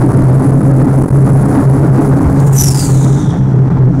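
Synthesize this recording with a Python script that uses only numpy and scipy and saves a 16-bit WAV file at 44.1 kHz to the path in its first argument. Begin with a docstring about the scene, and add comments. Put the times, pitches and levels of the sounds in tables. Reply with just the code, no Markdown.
"""A booming exhaust over a rough roar, heard inside a turbocharged car pulling under load.
The boom sits at the engine's firing rate; above it the turbo hisses and whines, below it the road rumbles.
The throttle lifts and the blow-off valve vents, its whistle sinking as the pressure drains.
The boom overloads the microphone, which flattens peaks, chops the hiss and at times chokes briefly."""
import sys
import numpy as np
from scipy import signal
from scipy.fft import rfft, irfft
from scipy.io import wavfile
from scipy.ndimage import uniform_filter1d

SR = 44100
rng = np.random.default_rng(int(sys.argv[2]) if len(sys.argv) > 2 else 0)


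def persist_wave(psi):
    """Save psi, clipped to +-1, as 16-bit WAV."""
    counts = np.round(np.clip(psi, -1, 1) * 32767).astype(np.int16)
    wavfile.write(sys.argv[1], SR, np.atleast_2d(counts).T)


N = 176400
T = np.arange(N) / SR


def from_db(db):
    """Decibels to gain."""
    return 10 ** (np.asarray(db) / 20)


def rms_one(x):
    """Scale to unit rms."""
    return x / np.sqrt(np.mean(x ** 2) + 1e-20)


def envelope(rows, column=1):
    """One column of timed breakpoints, joined by straight lines."""
    columns = np.transpose(rows)
    return np.interp(T, columns[0], columns[column])


def drift(rate_hz):
    """Random wander of spread 1, mostly slower than rate_hz."""
    hz = np.arange(N // 2 + 1) * SR / N
    return rms_one(irfft(rfft(rng.standard_normal(N)) / (1 + (hz / rate_hz) ** 2), N))


def noise(colour):
    """Noise shaped by an EQ curve, falling steeply beyond both ends; rms 1."""
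    hz = np.arange(1, N // 2 + 2) * SR / N
    points_hz, db = np.transpose(colour)
    gain = from_db(np.interp(np.log(hz), np.log(points_hz), db))
    skirts = np.minimum(hz / points_hz[0], 1) ** 2 * np.minimum(points_hz[-1] / hz, 1) ** 2
    return rms_one(irfft(rfft(rng.standard_normal(N)) * gain * skirts, N))


def phase_of(hz):
    """Running phase of a steady or moving frequency."""
    return 2 * np.pi * np.cumsum(hz * np.ones(N)) / SR


def resonance(hz, width_hz):
    """The ring of a steady or moving resonance excited by turbulence; rms 1."""
    phase = phase_of(hz)
    return rms_one(drift(width_hz / 2) * np.cos(phase) + drift(width_hz / 2) * np.sin(phase))


def burst(at_s, half_length_s, hz, width_hz):
    """A band of noise that swells and fades in a bell curve."""
    return np.exp(-((T - at_s) / half_length_s) ** 2) * resonance(hz, width_hz)


# Envelope of the exhaust boom in the cabin, before overdrive: t/s, level/dB
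BOOM_LEVEL = [(0.0, -7.5), (0.09, -6), (0.12, -23.5), (0.15, -3.5), (0.2, -10.5), (0.31, -5.5), (0.38, -6),
              (0.44, -24.5), (0.48, -6), (0.59, -5.5), (0.61, -14.5), (0.65, -9), (0.67, -8), (0.71, -4.5),
              (0.85, -8.5), (0.87, -52.5), (0.9, -8), (0.98, -8), (1.0, -7), (1.04, -6), (1.08, -31.5),
              (1.12, -4.5), (1.16, -4.5), (1.25, -5), (1.28, -20), (1.31, -6.5), (1.37, -5.5), (1.57, -19),
              (1.67, -6), (1.71, -4), (1.78, -11.5), (1.83, -7.5), (1.93, -5.5), (1.98, -10), (2.0, -16),
              (2.1, -6.5), (2.16, -6.5), (2.19, -33), (2.22, -14.5), (2.42, -6), (2.53, -6), (2.63, -9.5),
              (2.66, -6), (2.8, -10.5), (2.87, -31), (2.91, -7.5), (3.16, -8), (3.2, -23), (3.29, -4.5),
              (3.31, -23), (3.38, -15.5), (3.41, -7), (3.48, -10), (3.62, -6), (3.72, -18), (3.8, -6.5),
              (3.88, -6.5), (3.92, -12), (3.98, -8.5), (4.0, -11.5)]


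def exhaust_boom(firing_hz):
    """A sine at the firing rate, pushed harder when loud; also returns the ducking gain it sets."""
    overdrive_from_db, overdrive_db_per_db, duck_db_per_db = -8.5, 0.43, 0.15
    level_db = envelope(BOOM_LEVEL)
    overdrive_db = overdrive_db_per_db * np.maximum(level_db - overdrive_from_db, 0)
    boom = rms_one(np.sin(phase_of(firing_hz))) * from_db(level_db + overdrive_db + 0.13)
    duck = from_db(-duck_db_per_db * np.clip(level_db - np.median(level_db), -6, 6))
    return boom, duck


# Weaker engine orders: multiple of the firing rate, level/dB
ENGINE_ORDERS = [(.5, -31), (1.5, -23), (2, -22), (3, -27.5)]


def engine_orders(firing_hz, effort_db):
    """Rough partials that track the firing rate and swell with the roar."""
    partials = sum(from_db(db) * resonance(k * firing_hz, width_hz=17.4) for k, db in ENGINE_ORDERS)
    return from_db(effort_db - effort_db.mean()) * partials


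# Colour of the roar on the throttle: f/Hz, level/dB
LOADED_COLOUR = [(200, -7.5), (300, 1), (420, -1), (560, -3.5), (850, -6.5), (1400, -14.5), (2000, -24.5),
                 (2800, -42.5), (5000, -38.5)]
# Colour of the roar off the throttle: f/Hz, level/dB
COASTING_COLOUR = [(200, -15), (300, 3.5), (420, 0.5), (540, -9), (850, -2.5), (1050, -9.5), (1400, -11.5),
                   (2000, -21.5), (2800, -36), (5000, -38.5)]


def roar(firing_hz, effort_db, load, dropouts):
    """Engine and road noise that throbs with each firing and changes colour as the throttle lifts."""
    bed = np.sqrt(load) * noise(LOADED_COLOUR)
    bed += np.sqrt(1 - load) * from_db(-1.5) * noise(COASTING_COLOUR)
    flutter_db = 1.57 * drift(51)
    throb = 1 + 0.26 * np.cos(phase_of(firing_hz))
    return bed * from_db(effort_db + 3.5 + flutter_db - 2.5 * dropouts) * throb


# Envelope of the cabin drone: t/s, level/dB
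CABIN_LEVEL = [(0.0, -36), (0.04, -6), (0.17, -24.5), (0.21, -6.5), (0.24, -19.5), (0.88, -12), (0.92, -51),
               (1.0, -6.5), (1.05, -18.5), (1.54, -19), (1.58, -10), (1.67, -33), (1.84, -12), (1.92, -31),
               (2.0, -5.5), (2.04, -19), (2.17, -14.5), (2.48, -30.5), (3.22, -17.5), (3.27, -27),
               (3.89, -23.5), (4.0, -18.5)]
# Cabin modes: f/Hz, width/Hz, level/dB
CABIN_MODES = [(263.8, 41, 0.5), (299, 52, -1.5), (406.2, 65, -11.5)]


def cabin_drone():
    """The engine drives the cabin's fixed resonances."""
    modes = sum(from_db(db) * resonance(hz, width_hz) for hz, width_hz, db in CABIN_MODES)
    return from_db(envelope(CABIN_LEVEL)) * modes


# Firing rate of the engine: t/s, f/Hz
FIRING_RATE = [(0, 128.5), (.3, 132.8), (.55, 133.4), (.75, 132.8), (1.2, 133.3), (1.4, 135), (1.7, 134.1),
               (2.15, 136), (2.45, 136.7), (2.75, 134.4), (3.1, 136.1), (3.55, 131.3), (4, 130.9)]
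# Envelope shared by the roar and the orders: t/s, level/dB
EFFORT = [(0.0, -30), (0.02, -17), (0.04, -20.5), (0.57, -23), (1.01, -22.5), (1.04, -23), (1.31, -22),
          (1.32, -23.5), (1.63, -20), (1.64, -21.5), (2.38, -22), (2.41, -22), (2.72, -27), (3.1, -25.5),
          (3.33, -30), (3.34, -25.5), (3.39, -29.5), (3.88, -27), (3.93, -36), (3.95, -26), (3.99, -33),
          (4.0, -24)]


def engine(load, dropouts):
    """One wavering firing rate drives boom, orders and roar; drone and roar duck under the boom."""
    firing_hz = envelope(FIRING_RATE) + 2.023 * drift(8.2)
    effort_db = envelope(EFFORT)
    boom, duck = exhaust_boom(firing_hz)
    orders = engine_orders(firing_hz, effort_db)
    return boom + orders + duck * (cabin_drone() + roar(firing_hz, effort_db, load, dropouts))


# Colour of the escaping air: f/Hz, level/dB
JET_COLOUR = [(1200, -17), (2300, -13.5), (3200, -16), (4300, -16), (5500, -11), (7000, 2.5), (8000, -1),
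              (9600, 2), (10500, -5.5), (12500, -8.5), (15500, -12.5)]


def air_jet(age_s):
    """Escaping air, losing its top end as the pressure drains."""
    top_hz, dulling_per_s = 9060, 2.3
    jet = noise(JET_COLOUR)
    body = signal.sosfiltfilt(signal.butter(2, top_hz, fs=SR, output="sos"), jet)
    return from_db(1.5) * (body + (jet - body) * np.exp(-dulling_per_s * age_s))


# Glide of the valve's whistle: t/s, f/Hz, relative level/dB
WHISTLE_GLIDE = [(2.54, 6150, -25), (2.58, 6020, 8), (2.62, 5850, 1), (2.7, 5420, -3), (2.76, 5050, -5),
                 (2.84, 4650, -9.5), (2.9, 4400, -14), (2.97, 3900, -13), (3.08, 3753, -12),
                 (3.18, 3644, -6), (3.35, 3434, 1), (3.5, 3392, -0.5), (3.62, 3400, -8), (3.76, 3360, 5),
                 (3.8, 3363, -5), (4, 3370, -14)]
# Upper valve resonances: ratio to the whistle, width/Hz, level/dB at opening, 0.3 s on and 0.7 s on
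VALVE_MODES = [(1.701, 1200, -14, -10, -1.5), (1.951, 1300, 2, -21, -26.5)]


def valve_whistle(age_s, opened):
    """A breathy, sinking whistle; upper resonances come in as the valve opens and sink with it."""
    whistle_hz = envelope(WHISTLE_GLIDE)
    level_db = envelope(WHISTLE_GLIDE, column=2) + 1.5 * drift(33)
    whistle = from_db(level_db) * resonance(whistle_hz, width_hz=488)
    for ratio, width_hz, *levels_db in VALVE_MODES:
        mode_db = np.interp(age_s, [0, .3, .7], levels_db)
        whistle += opened * from_db(mode_db) * resonance(ratio * whistle_hz, width_hz)
    return whistle


# Envelope of the air flow through the blow-off valve: t/s, level/dB
VENT_FLOW = [(2.36, -52), (2.4, -31.5), (2.43, -40), (2.47, -29.5), (2.51, -40.5), (2.53, -26),
             (2.565, -20.5), (2.583, -20), (2.64, -16), (2.69, -17.5), (2.735, -24.5), (2.78, -17.5),
             (2.86, -22), (2.93, -24.5), (3.05, -28.5), (3.25, -37.5), (3.42, -49.5), (3.7, -55),
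             (3.87, -60), (4, -48)]


def blow_off(dropouts):
    """The valve chuffs open and vents; dropouts of the overloaded microphone chop the early hiss."""
    open_s, opening_s = 2.6, 0.086
    chop_until_s, chop_fade_s, chop_db = 2.84, .1, 13.5
    age_s = np.maximum(T - open_s, 0)
    opened = np.clip(1 + (T - open_s) / opening_s, 0, 1)
    air = air_jet(age_s) + valve_whistle(age_s, opened)
    air *= from_db(envelope(VENT_FLOW) + 1.5 * drift(75))
    chuff = from_db(-33.5) * burst(at_s=2.393, half_length_s=0.011, hz=4800, width_hz=1370)
    overloaded = np.clip(.5 - (T - chop_until_s) / chop_fade_s, 0, 1)
    chop = from_db(-chop_db * overloaded * (dropouts - dropouts.mean()))
    return from_db(-5) * chop * windscreen_echo(pipe_ring(air + chuff))


# Resonances of the intake plumbing: f/Hz, gain
PIPE_MODES = [(4944, .9), (5470, 1.6), (5756, 1.3), (5821, .8), (5981, .6), (6025, .6), (6493, 1.0),
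              (7070, .6)]


def pipe_ring(air, width_hz=12):
    """The plumbing adds narrow, fixed peaks to the rushing air."""
    return air + sum(gain * signal.lfilter(*signal.iirpeak(hz, hz / width_hz, fs=SR), air)
                     for hz, gain in PIPE_MODES)


def windscreen_echo(air, delay_s=.002976, gain=.96, cutoff_hz=8000):
    """A strong short echo, as off the windscreen, hollows the hiss."""
    echo = signal.sosfilt(signal.butter(2, cutoff_hz, fs=SR, output="sos"), air)
    return air + gain * np.interp(T - delay_s, T, echo)


# Envelope of the intake hiss, wavering under load and falling after the lift: t/s, level/dB
INTAKE_LEVEL = [(0, -41.5), (.24, -42.5), (.31, -42), (.43, -41), (.52, -42.5), (.83, -41.5), (.91, -45),
                (1.03, -37.5), (1.2, -42), (1.3, -40.5), (1.58, -40.5), (1.68, -42), (1.78, -42.5),
                (1.9, -46), (2.04, -37.5), (2.14, -44.5), (2.24, -40), (2.4, -44), (2.6, -59), (3.3, -66),
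                (4, -63)]
# Colour of the intake hiss: f/Hz, level/dB
INTAKE_COLOUR = [(2000, -7), (3500, -17.5), (6000, 0.5), (8500, 5.5), (10200, 0.5), (11500, 0),
                 (15500, -6.5)]


def turbo(dropouts):
    """Intake hiss and a fading whine that creeps up with shaft speed, chopped by microphone dropouts."""
    whine_hz, rise_hz_per_s = 9790, 130
    fade_from_s, fade_db_per_s = 1.5, 6
    fade_db = fade_db_per_s * np.maximum(T - fade_from_s, 0)
    whine = resonance(whine_hz + rise_hz_per_s * T, width_hz=420)
    whine *= from_db(1.5 + 2.2 * drift(25) - fade_db)
    level_db = envelope(INTAKE_LEVEL) + 0.52 * drift(40) - 17 * dropouts
    return from_db(level_db) * (noise(INTAKE_COLOUR) + whine)


# Colour of the road rumble: f/Hz, level/dB
RUMBLE_COLOUR = [(15, -19), (27, -13), (42, -9), (60, -17), (85, -6.5), (120, -2), (165, 0.5), (220, -12),
                 (300, -18.5), (500, -29)]


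def road():
    """Steady low rumble through the body, and one thud."""
    thud = burst(at_s=2.27, half_length_s=0.045, hz=78, width_hz=25)
    return from_db(-12) * noise(RUMBLE_COLOUR) + from_db(-10) * thud


def mic_dropouts(rate_hz=180, threshold=0.88):
    """Brief random gaps, as from a saturating microphone: near 1 inside a gap, near 0 between."""
    return (1 + np.tanh(3 * (drift(rate_hz) - threshold))) / 2


def scene():
    """The mix at the dashboard; microphone dropouts chop roar and hiss under load, then the vent."""
    lift_s, lift_fade_s = 2.404, .15  # the throttle closes
    load = np.clip(.5 - (T - lift_s) / lift_fade_s, 0, 1)
    dropouts = mic_dropouts()
    vent = blow_off(dropouts)
    return (engine(load, load * dropouts) + vent + road() + turbo(load * dropouts))[None]


def limiter(x, limit_db=1.32, attack_s=0.0016, release_db_per_s=260):
    """Pulls the gain down on peaks above the limit and recovers quickly."""
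    over_db = np.maximum(20 * np.log10(np.abs(x) + 1e-9) - limit_db, 0)
    release_db = release_db_per_s * T
    held_db = np.maximum.accumulate(over_db + release_db, axis=-1) - release_db
    return x * from_db(-uniform_filter1d(held_db, int(2 * attack_s * SR)))


# Chokes of the overloaded microphone: t/s, length/s, depth/dB
MIC_CHOKES = [(.006, 0.0025, 27), (0.059, 0.0031, 46), (.08, 0.0036, 14), (.127, 0.0042, 31),
              (.23, 0.0034, 34), (0.391, 0.0069, 6), (.514, 0.0057, 18), (0.603, 0.0043, 10),
              (.623, 0.0052, 17.5), (0.864, 0.0051, 23), (1.004, 0.0043, 30), (1.031, .007, 19),
              (1.054, 0.0068, 26), (1.072, 0.017, 12), (1.098, 0.011, 21.5), (1.119, 0.0073, 17),
              (1.595, 0.0036, -1), (2.199, .005, 30), (2.741, 0.0069, 5), (3.697, 0.0086, 11.5)]


def record(dry):
    """The overloaded microphone chain: limiter, soft clip, brief timed chokes and a steep high cut."""
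    ceiling, knee, cutoff_hz = 0.68, 8.4, 15650
    limited = limiter(dry)
    clipped = limited / (1 + np.abs(limited / ceiling) ** knee) ** (1 / knee)
    choke_db = sum(depth_db * np.exp(-np.minimum(np.abs(2 * (T - at_s) / length_s), 2) ** 6)
                   for at_s, length_s, depth_db in MIC_CHOKES)
    high_cut = signal.ellip(12, .1, 80, cutoff_hz, fs=SR, output="sos")
    return signal.sosfilt(high_cut, clipped * from_db(-choke_db))


dry = scene()
out = record(dry)
persist_wave(out)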